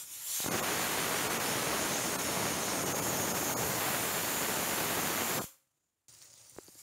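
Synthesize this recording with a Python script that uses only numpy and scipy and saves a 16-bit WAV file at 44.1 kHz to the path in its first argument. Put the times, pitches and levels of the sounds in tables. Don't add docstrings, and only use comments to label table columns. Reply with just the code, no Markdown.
import sys
import numpy as np
from scipy import signal
from scipy.io import wavfile
from scipy.ndimage import uniform_filter1d

SR = 44100
rng = np.random.default_rng(int(sys.argv[2]) if len(sys.argv) > 2 else 0)


def undo_db(level):
    steps = np.asarray(level, float) / 20
    return 10 ** steps


def master(y):
    cut = np.clip(np.atleast_2d(y).T, -1, 1)
    pcm = np.round(cut * 32767)
    wavfile.write(sys.argv[1], SR, pcm.astype(np.int16))


N = 300762

LIFT_S, SHUT_S, PAN_S = 0.42, 5.464, 6.0825
EDGE_HZ = 15720
HOP, SIZE = 512, 2048
HZ = np.fft.rfftfreq(SIZE, 1 / SR)[:, None]
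FRAME_S = np.arange(N // HOP + 5) * HOP / SR


def evened(x):
    return x / np.sqrt(np.mean(x ** 2) + 1e-20)


def read(points, hz):
    f, value = np.transpose(points)
    return np.interp(np.log(hz + 1), np.log(f + 1), value)


def columns(rows, t):
    s, *cols = np.transpose(rows)
    return [np.interp(t, s, c) for c in cols]


def bumps(modes, hz):
    return sum(db / (1 + (2 * (hz - f) / width) ** 2) for f, width, db in modes)


def noise(field_db, patchy_db, flicker_db, lo_hz=20, hi_hz=EDGE_HZ):
    real, imag, patches = rng.standard_normal((len(FRAME_S), len(HZ), 3)).T
    patches = uniform_filter1d(patches, size=24, axis=0)
    patches = evened(uniform_filter1d(patches, size=4, axis=1))
    flicker = evened(uniform_filter1d(rng.standard_normal(N), size=500))
    shape = undo_db(field_db + 0 * FRAME_S)
    in_band = (HZ > lo_hz) * (HZ < hi_hz)
    shape = shape / np.sqrt((shape ** 2 * in_band).sum(0))
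    spectra = (real + 1j * imag) * shape * undo_db(patchy_db * patches)
    sound = signal.istft(spectra, nperseg=SIZE, noverlap=SIZE - HOP)[1][:N]
    return sound * np.sqrt(3 / 2) * undo_db(flicker_db * flicker)


def causal(gain_db):
    log_gain = np.log(undo_db(np.r_[gain_db, gain_db[-2:0:-1]]))
    phase = -signal.hilbert(log_gain).imag
    return np.fft.ifft(np.exp(log_gain + 1j * phase)).real[:2048]


def add(mix, s, sound):
    part = mix[round(s * SR):][:len(sound)]
    part += sound[:len(part)]


# (frequency [Hz], relative density [dB per Hz])
HUSH_SPECTRUM = [(15, -38.5), (25, -10.5), (129, 0), (205, -9.5), (291, -3.5), (413, -9.5), (926, -11),
                 (5340, -16.5), (7380, -8.5), (8220, -12), (15700, -19.5)]


def hush():
    leak_db, seep_db, seep_s, seep_wide_s = 4, 10, 5.84, 0.09
    valve_db = leak_db * (FRAME_S < LIFT_S) - 2.5
    valve_db = valve_db + seep_db * np.exp(-((FRAME_S - seep_s) / seep_wide_s) ** 2)
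    field_db = read(HUSH_SPECTRUM, HZ) + bumps([(6900, 1100, valve_db)], HZ)
    quiet = noise(field_db, patchy_db=0.5, flicker_db=1.8, hi_hz=4990)
    steaming_db, shut_db, rest_db, settle_s = -67, -77, -92, 0.29
    after = np.arange(N) / SR - SHUT_S
    settling_db = rest_db + (shut_db - rest_db) * np.exp(-abs(after) / settle_s)
    return undo_db(np.where(after < 0, steaming_db, settling_db)) * quiet


# (frequency [Hz], relative density [dB per Hz])
BURNER_SPECTRUM = [(20, -30), (50, -23), (105, 2.5), (140, -5), (180, -19), (350, -8), (450, -19),
                   (535, -6.5), (650, -15), (1200, -14), (3000, -24), (8000, -53)]


def burner():
    level_db = -69.5
    return undo_db(level_db) * noise(read(BURNER_SPECTRUM, HZ), patchy_db=1.0, flicker_db=-2.0)


# (frequency [Hz], decay by 60 dB [s])
ROOM_DECAY = [(200, 0.19), (1000, 0.4), (4000, 0.32), (8000, .34), (15000, 0.33)]


def kitchen(x):
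    at = np.arange(200, SR // 2 - 20, 20)
    out = np.zeros(N)
    for k in range(3):
        taps = np.zeros(SR // 2)
        taps[at + rng.integers(0, 20, len(at))] = rng.choice([-1., 1.], len(at))
        hz, t, z = signal.stft(taps, SR, nperseg=256)
        decay = undo_db(-60 * t / read(ROOM_DECAY, hz)[:, None])
        tail = signal.istft(z * decay, SR, nperseg=256)[1]
        turn = np.sqrt(2 / 3) * np.cos(2 * np.pi * (1.3 * np.arange(N) / SR + k / 3))
        out += signal.oaconvolve(x * turn, tail / np.linalg.norm(tail))[:N]
    return out


# (time [s], swing level [dB], frequency [Hz], decay by 60 dB [s], crack level [dB])
KNOCK_HITS = [(6.564, -49, 480, 0.014, -43), (6.566, -47, 125, .03, -60), (6.5856, -29.5, 370, 0.017, -30),
              (6.6838, -42.5, 345, .015, -57), (6.689, -50, 200, 0.026, -56), (6.754, -53, 300, 0.027, -70)]


def knocks():
    out, u = np.zeros(N), np.arange(2000) / SR
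    for s, db, hz, t60, crack_db in KNOCK_HITS:
        cycles = hz * (u + 0.00062 * (1 - np.exp(-u / 0.00028)))
        swing = undo_db(db - 60 * u / t60) * np.sin(2 * np.pi * cycles)
        onset = 1 - np.exp(-u / 0.0001)
        crack = undo_db(crack_db - 60 * u / 0.0019) * np.sin(2 * np.pi * 1300 * u) * onset
        add(out, s, -uniform_filter1d(np.r_[np.zeros(8), swing + crack], size=7))
    return out


# (time [s], starting level [dB], frequency [Hz], decay by 60 dB [s])
WEIGHT_THUMP = (5.4415, -34, 160, .022)
# (frequency [Hz], mean starting level [dB], decay by 60 dB [s])
POT_TONES = [(538, -64.5, .42), (300, -71, .35), (931, -73, .3)]


def lid():
    out, t = np.zeros(N), np.arange(SR // 2) / SR
    drift = uniform_filter1d(rng.standard_normal((len(POT_TONES), len(t))), size=900, axis=1)
    waver = 1 + 0.35 * evened(drift)
    s, db, hz, t60 = WEIGHT_THUMP
    add(out, s, undo_db(db - 60 * t / t60) * np.sin(2 * np.pi * hz * t))
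    for strength, (hz, db, t60) in zip(waver, POT_TONES):
        add(out, SHUT_S, strength * undo_db(db - 60 * t / t60) * np.sin(2 * np.pi * hz * t))
    return out


# (frequency [Hz], relative density [dB per Hz])
SIZZLE_SPECTRUM = [(300, -23), (1000, -16), (2000, -10), (3300, -10), (4200, -7), (5000, -4), (5700, -1.5),
                   (7400, 0.5), (8800, -1), (10500, -8), (13000, -13.5), (15700, -8)]
# (frequency [Hz], width [Hz], gain [dB])
PAN_MODES = [(3780, 200, 3), (4590, 220, 4.5), (5840, 400, 1.5)]
# (time [s], rise over the bed [dB])
FAT_FLARES = [(6.083, 3), (6.145, 3), (6.225, 6), (6.36, 2), (6.5, 1.5), (6.8, 6)]
# (time [s], starting level of the tone [dB], frequency [Hz])
FAT_SPITS = [(6.084, -43, 7460), (6.1268, -44, 10500), (6.1402, -45, 7200), (6.15, -44, 5200),
             (6.218, -40, 4400), (6.2248, -39, 5860), (6.2448, -46, 14300), (6.257, -47, 8300),
             (6.339, -45, 7100), (6.4973, -39, 9100), (6.547, -44, 6080), (6.6344, -41, 7850),
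             (6.6448, -45, 13500), (6.666, -43, 7000), (6.681, -43, 4600), (6.785, -50, 6500)]


def frying():
    t = np.arange(N) / SR
    opening_db = np.interp(FRAME_S, (6.4, 6.75), (-3.5, 9))
    tilt_db = opening_db * np.exp(-((HZ - 12500) / 2800) ** 2)
    field_db = read(SIZZLE_SPECTRUM, HZ) + bumps(PAN_MODES, HZ) + tilt_db
    fizz = noise(field_db, patchy_db=2.1, flicker_db=1.3, lo_hz=3000, hi_hz=9900)
    bursts, u = np.zeros(N), np.arange(200) / SR
    for hz in np.geomspace(4200, 15000, 12):
        strength = undo_db(4.2 * np.minimum(rng.exponential(1, N), 3))
        train = (rng.random(N) < 30 / SR) * strength
        grain = np.sin(2 * np.pi * hz * u) * undo_db(0.63 * read(SIZZLE_SPECTRUM, hz) - 60 * u / 0.003)
        bursts += signal.oaconvolve(train, grain)[:N]
    bed_db, rise_s, fall_s = -60.5, 0.012, 0.027
    flares_db = sum(db * np.exp(-abs(t - s) / np.where(t < s, rise_s, fall_s)) for s, db in FAT_FLARES)
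    out = undo_db(bed_db + flares_db) * (fizz + undo_db(3) * bursts)
    for (s, db, hz), grit in zip(FAT_SPITS, rng.standard_normal((len(FAT_SPITS), 200))):
        spit = np.sin(2 * np.pi * hz * u) + 0.2 * np.diff(grit, prepend=0)
        add(out, s, undo_db(db - 60 * u / 0.0052) * spit)
    return out


# (time [s], relative level [dB], relative level of sharp edges [dB])
BLAST = [(.47, -40, -2), (.53, -36, -2), (.6, -38.5, 2), (1.1, -39.5, 3), (1.7, -38, 1), (2.2, -40.5, -1),
         (2.4, -37.5, -0.5), (2.6, -40, -1.5), (3.1, -38, -3), (3.45, -38.5, -1.5), (3.65, -37.5, -4.5),
         (3.85, -39, 2.5), (4.2, -40, 1.5), (5.3, -39.5, 2), (5.39, -38, -1), (5.42, -40.5, -17)]
# (frequency [Hz], relative density [dB per Hz])
POP_SPECTRUM = [(22, -40.5), (50, -17), (100, -1.5), (200, 2), (400, 2), (800, -0.5), (1600, -6),
                (2400, -9.5), (3400, -14), (5000, -18), (9000, -30.5), (16000, -21)]
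# (time [s], peak level [dB], sign [+1 or -1])
EDGE_POPS = [(0.403, -24.5, -1), (0.4408, -30, -1), (.444, -28, 1), (0.446, -28, -1), (0.455, -33, 1),
             (0.4618, -13.5, 1), (0.466, -27, -1), (5.419, -30.5, -1), (5.4345, -39.5, -1),
             (5.4408, -30, -1)]


def buffet():
    pops_per_s, first_share, thicken_s = 3500, 0.2, 0.12
    t = np.arange(N) / SR
    starts_s, ends_s = BLAST[0][0], BLAST[-1][0]
    level_db, edge_db = columns(BLAST, t)
    share = np.clip(first_share + (t - starts_s) / thicken_s, 0.05, 1)
    gusts = undo_db(0.5 * evened(uniform_filter1d(rng.standard_normal(N), size=400)))
    struck = rng.random(N) < pops_per_s * share / SR
    jumps = rng.standard_normal(N) * struck / np.sqrt(share)
    jumps *= gusts * (t > starts_s) * (t < ends_s)
    shape = causal(read(POP_SPECTRUM, np.fft.rfftfreq(8192, 1 / SR)))
    pops = evened(signal.oaconvolve(jumps, shape)[:N])
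    body = signal.sosfiltfilt(signal.butter(2, 1200, fs=SR, output="sos"), pops)
    rumble = signal.sosfiltfilt(signal.butter(2, 130, fs=SR, output="sos"), pops)
    rumble_gain = undo_db(np.clip(-0.73 * edge_db, -6, 6))
    edges = undo_db(edge_db + 3.0) * (pops - body)
    out = undo_db(level_db + 2.5) * (rumble_gain * rumble + body - rumble + edges)
    soft = np.convolve(shape, signal.windows.hann(11))
    for s, db, sign in EDGE_POPS:
        add(out, s, np.sign(sign) * undo_db(db) * soft / abs(soft).max())
    return out


# (time [s], hiss level [dB], middle whistle gain [dB],
# brightness [negative dull, positive bright])
STEAM = [(0, -44.5, -4, -0.23), (.06, -55.5, 3.5, -0.31), (.13, -47.5, 4.5, 0.25), (.21, -47, -3, -0.2),
         (.28, -41.5, -0.5, 0), (.36, -37, 4.5, 0.3), (.42, -38.5, -2, -0.52), (.47, -43, 7.5, -.3),
         (.9, -41.5, 0.5, -0.36), (1.5, -42, 4, -0.79), (2.1, -42.5, 6, -0.86), (2.7, -43.5, 7, -1.2),
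         (2.95, -41.5, 10, 0.37), (3.6, -41, 10.5, 0.77), (3.9, -40, 2, 0.46), (5.36, -40, 4, 0.69),
         (5.42, -45, 0.5, 0.08), (5.46, -50.5, 11, 1.2)]
# (frequency [Hz], relative density [dB per Hz])
HISS_SPECTRUM = [(60, -38), (200, -24), (500, -13.5), (1000, -5.5), (1500, -5.5), (2600, -4.5),
                 (3600, -3.5), (5000, -5.5), (6000, -2), (7400, -2), (10000, -2.5), (13000, -4.5),
                 (15700, -6)]
# (frequency [Hz], width [Hz], gain [dB])
CAP_MODES = [(8950, 380, 2.5), (11600, 820, 4), (4400, 200, 2)]
# (frequency [Hz], width [Hz])
WHISTLE_BANDS = (5430, 160), (6550, 1000), (7350, 550)
# (frequency [Hz], width [Hz], gain [dB per unit of brightness])
BRIGHT_BANDS = [(11200, 2100, 0), (13500, 2000, 4.5), (15300, 900, 0.5)]
# (frequency [Hz], width [Hz], gain [dB])
LEAK_HOLLOWS = [(4550, 700, -7), (1500, 2000, -2)]
# (frequency [Hz], width [Hz], gain [dB])
LEAK_BANDS = [(11000, 1000, 0), (13300, 1200, -1), (7500, 600, -1)]


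def jet():
    slit_opens_s, closing_s = 0.285, 0.0088
    _, middle_db, bright = columns(STEAM, FRAME_S)
    leaking = FRAME_S < LIFT_S
    lowest_db = middle_db - 3 - 3 * bright
    highest_db = 4 + 3.5 * bright - 0.26 * middle_db
    gains_db = (lowest_db, middle_db, highest_db)
    whistles_db = bumps([(*band, db) for band, db in zip(WHISTLE_BANDS, gains_db)], HZ)
    mids_db = np.where(leaking, -0.5, 0.5 - 0.15 * middle_db)
    slopes_db = mids_db / (1 + (HZ / 4800) ** 8)
    slopes_db = slopes_db + 4 * bright * np.log2(np.maximum(HZ, 9000) / 9000)
    slopes_db += -6 * leaking / (1 + (HZ / 2500) ** 4)
    leak_db = (FRAME_S < slit_opens_s) * bumps(LEAK_HOLLOWS, HZ) + leaking * bumps(LEAK_BANDS, HZ)
    field_db = read(HISS_SPECTRUM, HZ) + bumps(CAP_MODES, HZ) + whistles_db + slopes_db + leak_db
    field_db = field_db + bright * bumps(BRIGHT_BANDS, HZ)
    hiss = noise(field_db, patchy_db=1.82, flicker_db=0.0, lo_hz=8160, hi_hz=15550)
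    t = np.arange(N) / SR
    closing = np.clip((SHUT_S - t) / closing_s, 0, 1)
    return undo_db(columns(STEAM, t)[0]) * closing * hiss


# (frequency [Hz], width [Hz], gain [dB])
MIC_PORT = [(6900, 300, 3), (7990, 310, -6.5)]


def microphone(x):
    low_cut_hz, ceiling = 40, 0.08
    port = causal(bumps(MIC_PORT, np.fft.rfftfreq(4096, 1 / SR)))
    coloured = signal.oaconvolve(x, port)[:N]
    coloured = signal.sosfilt(signal.butter(2, low_cut_hz, "high", fs=SR, output="sos"), coloured)
    return ceiling * np.tanh(coloured / ceiling)


# (time [s], depth [dB])
THIN_MOMENTS = [(0.499, -22), (0.616, -16), (1.289, -11), (1.387, -11), (2.175, -17), (2.847, -11),
                (2.938, -13), (3.01, -11), (3.335, -10), (3.554, -49), (5.402, -17)]


def thinned(x):
    hz, t, z = signal.stft(x, SR, nperseg=1024, noverlap=896)
    dip_db = np.zeros(z.shape)
    for s, db in THIN_MOMENTS:
        now = abs(z[:, abs(t - s) < 0.004]).mean(1)
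        weak = (now < 1.8 * uniform_filter1d(now, size=60)) * (hz > 1500)
        dip_db += db * np.outer(weak, np.exp(-((t - s) / 0.0105) ** 4))
    return signal.istft(z * undo_db(dip_db), SR, nperseg=1024, noverlap=896)[1][:N]


def scene():
    steam = jet()
    room_db = -5.5
    cooker = steam + undo_db(room_db) * kitchen(steam) + buffet() + lid() + hush()
    pan = frying() + burner() + knocks()
    mono = np.where(np.arange(N) < PAN_S * SR, cooker, pan)
    return np.array([mono, mono])


def low_pass(x):
    return signal.sosfilt(signal.butter(12, 16910, fs=SR, output="sos"), x)


def record(dry):
    heard = thinned(microphone(dry[0]))
    band_limit = signal.firwin(1023, EDGE_HZ, window=("kaiser", 9), fs=SR)
    limited = signal.oaconvolve(heard, band_limit, "same")
    return low_pass(np.array([limited, limited]))


dry = scene()
out = record(dry)
master(out)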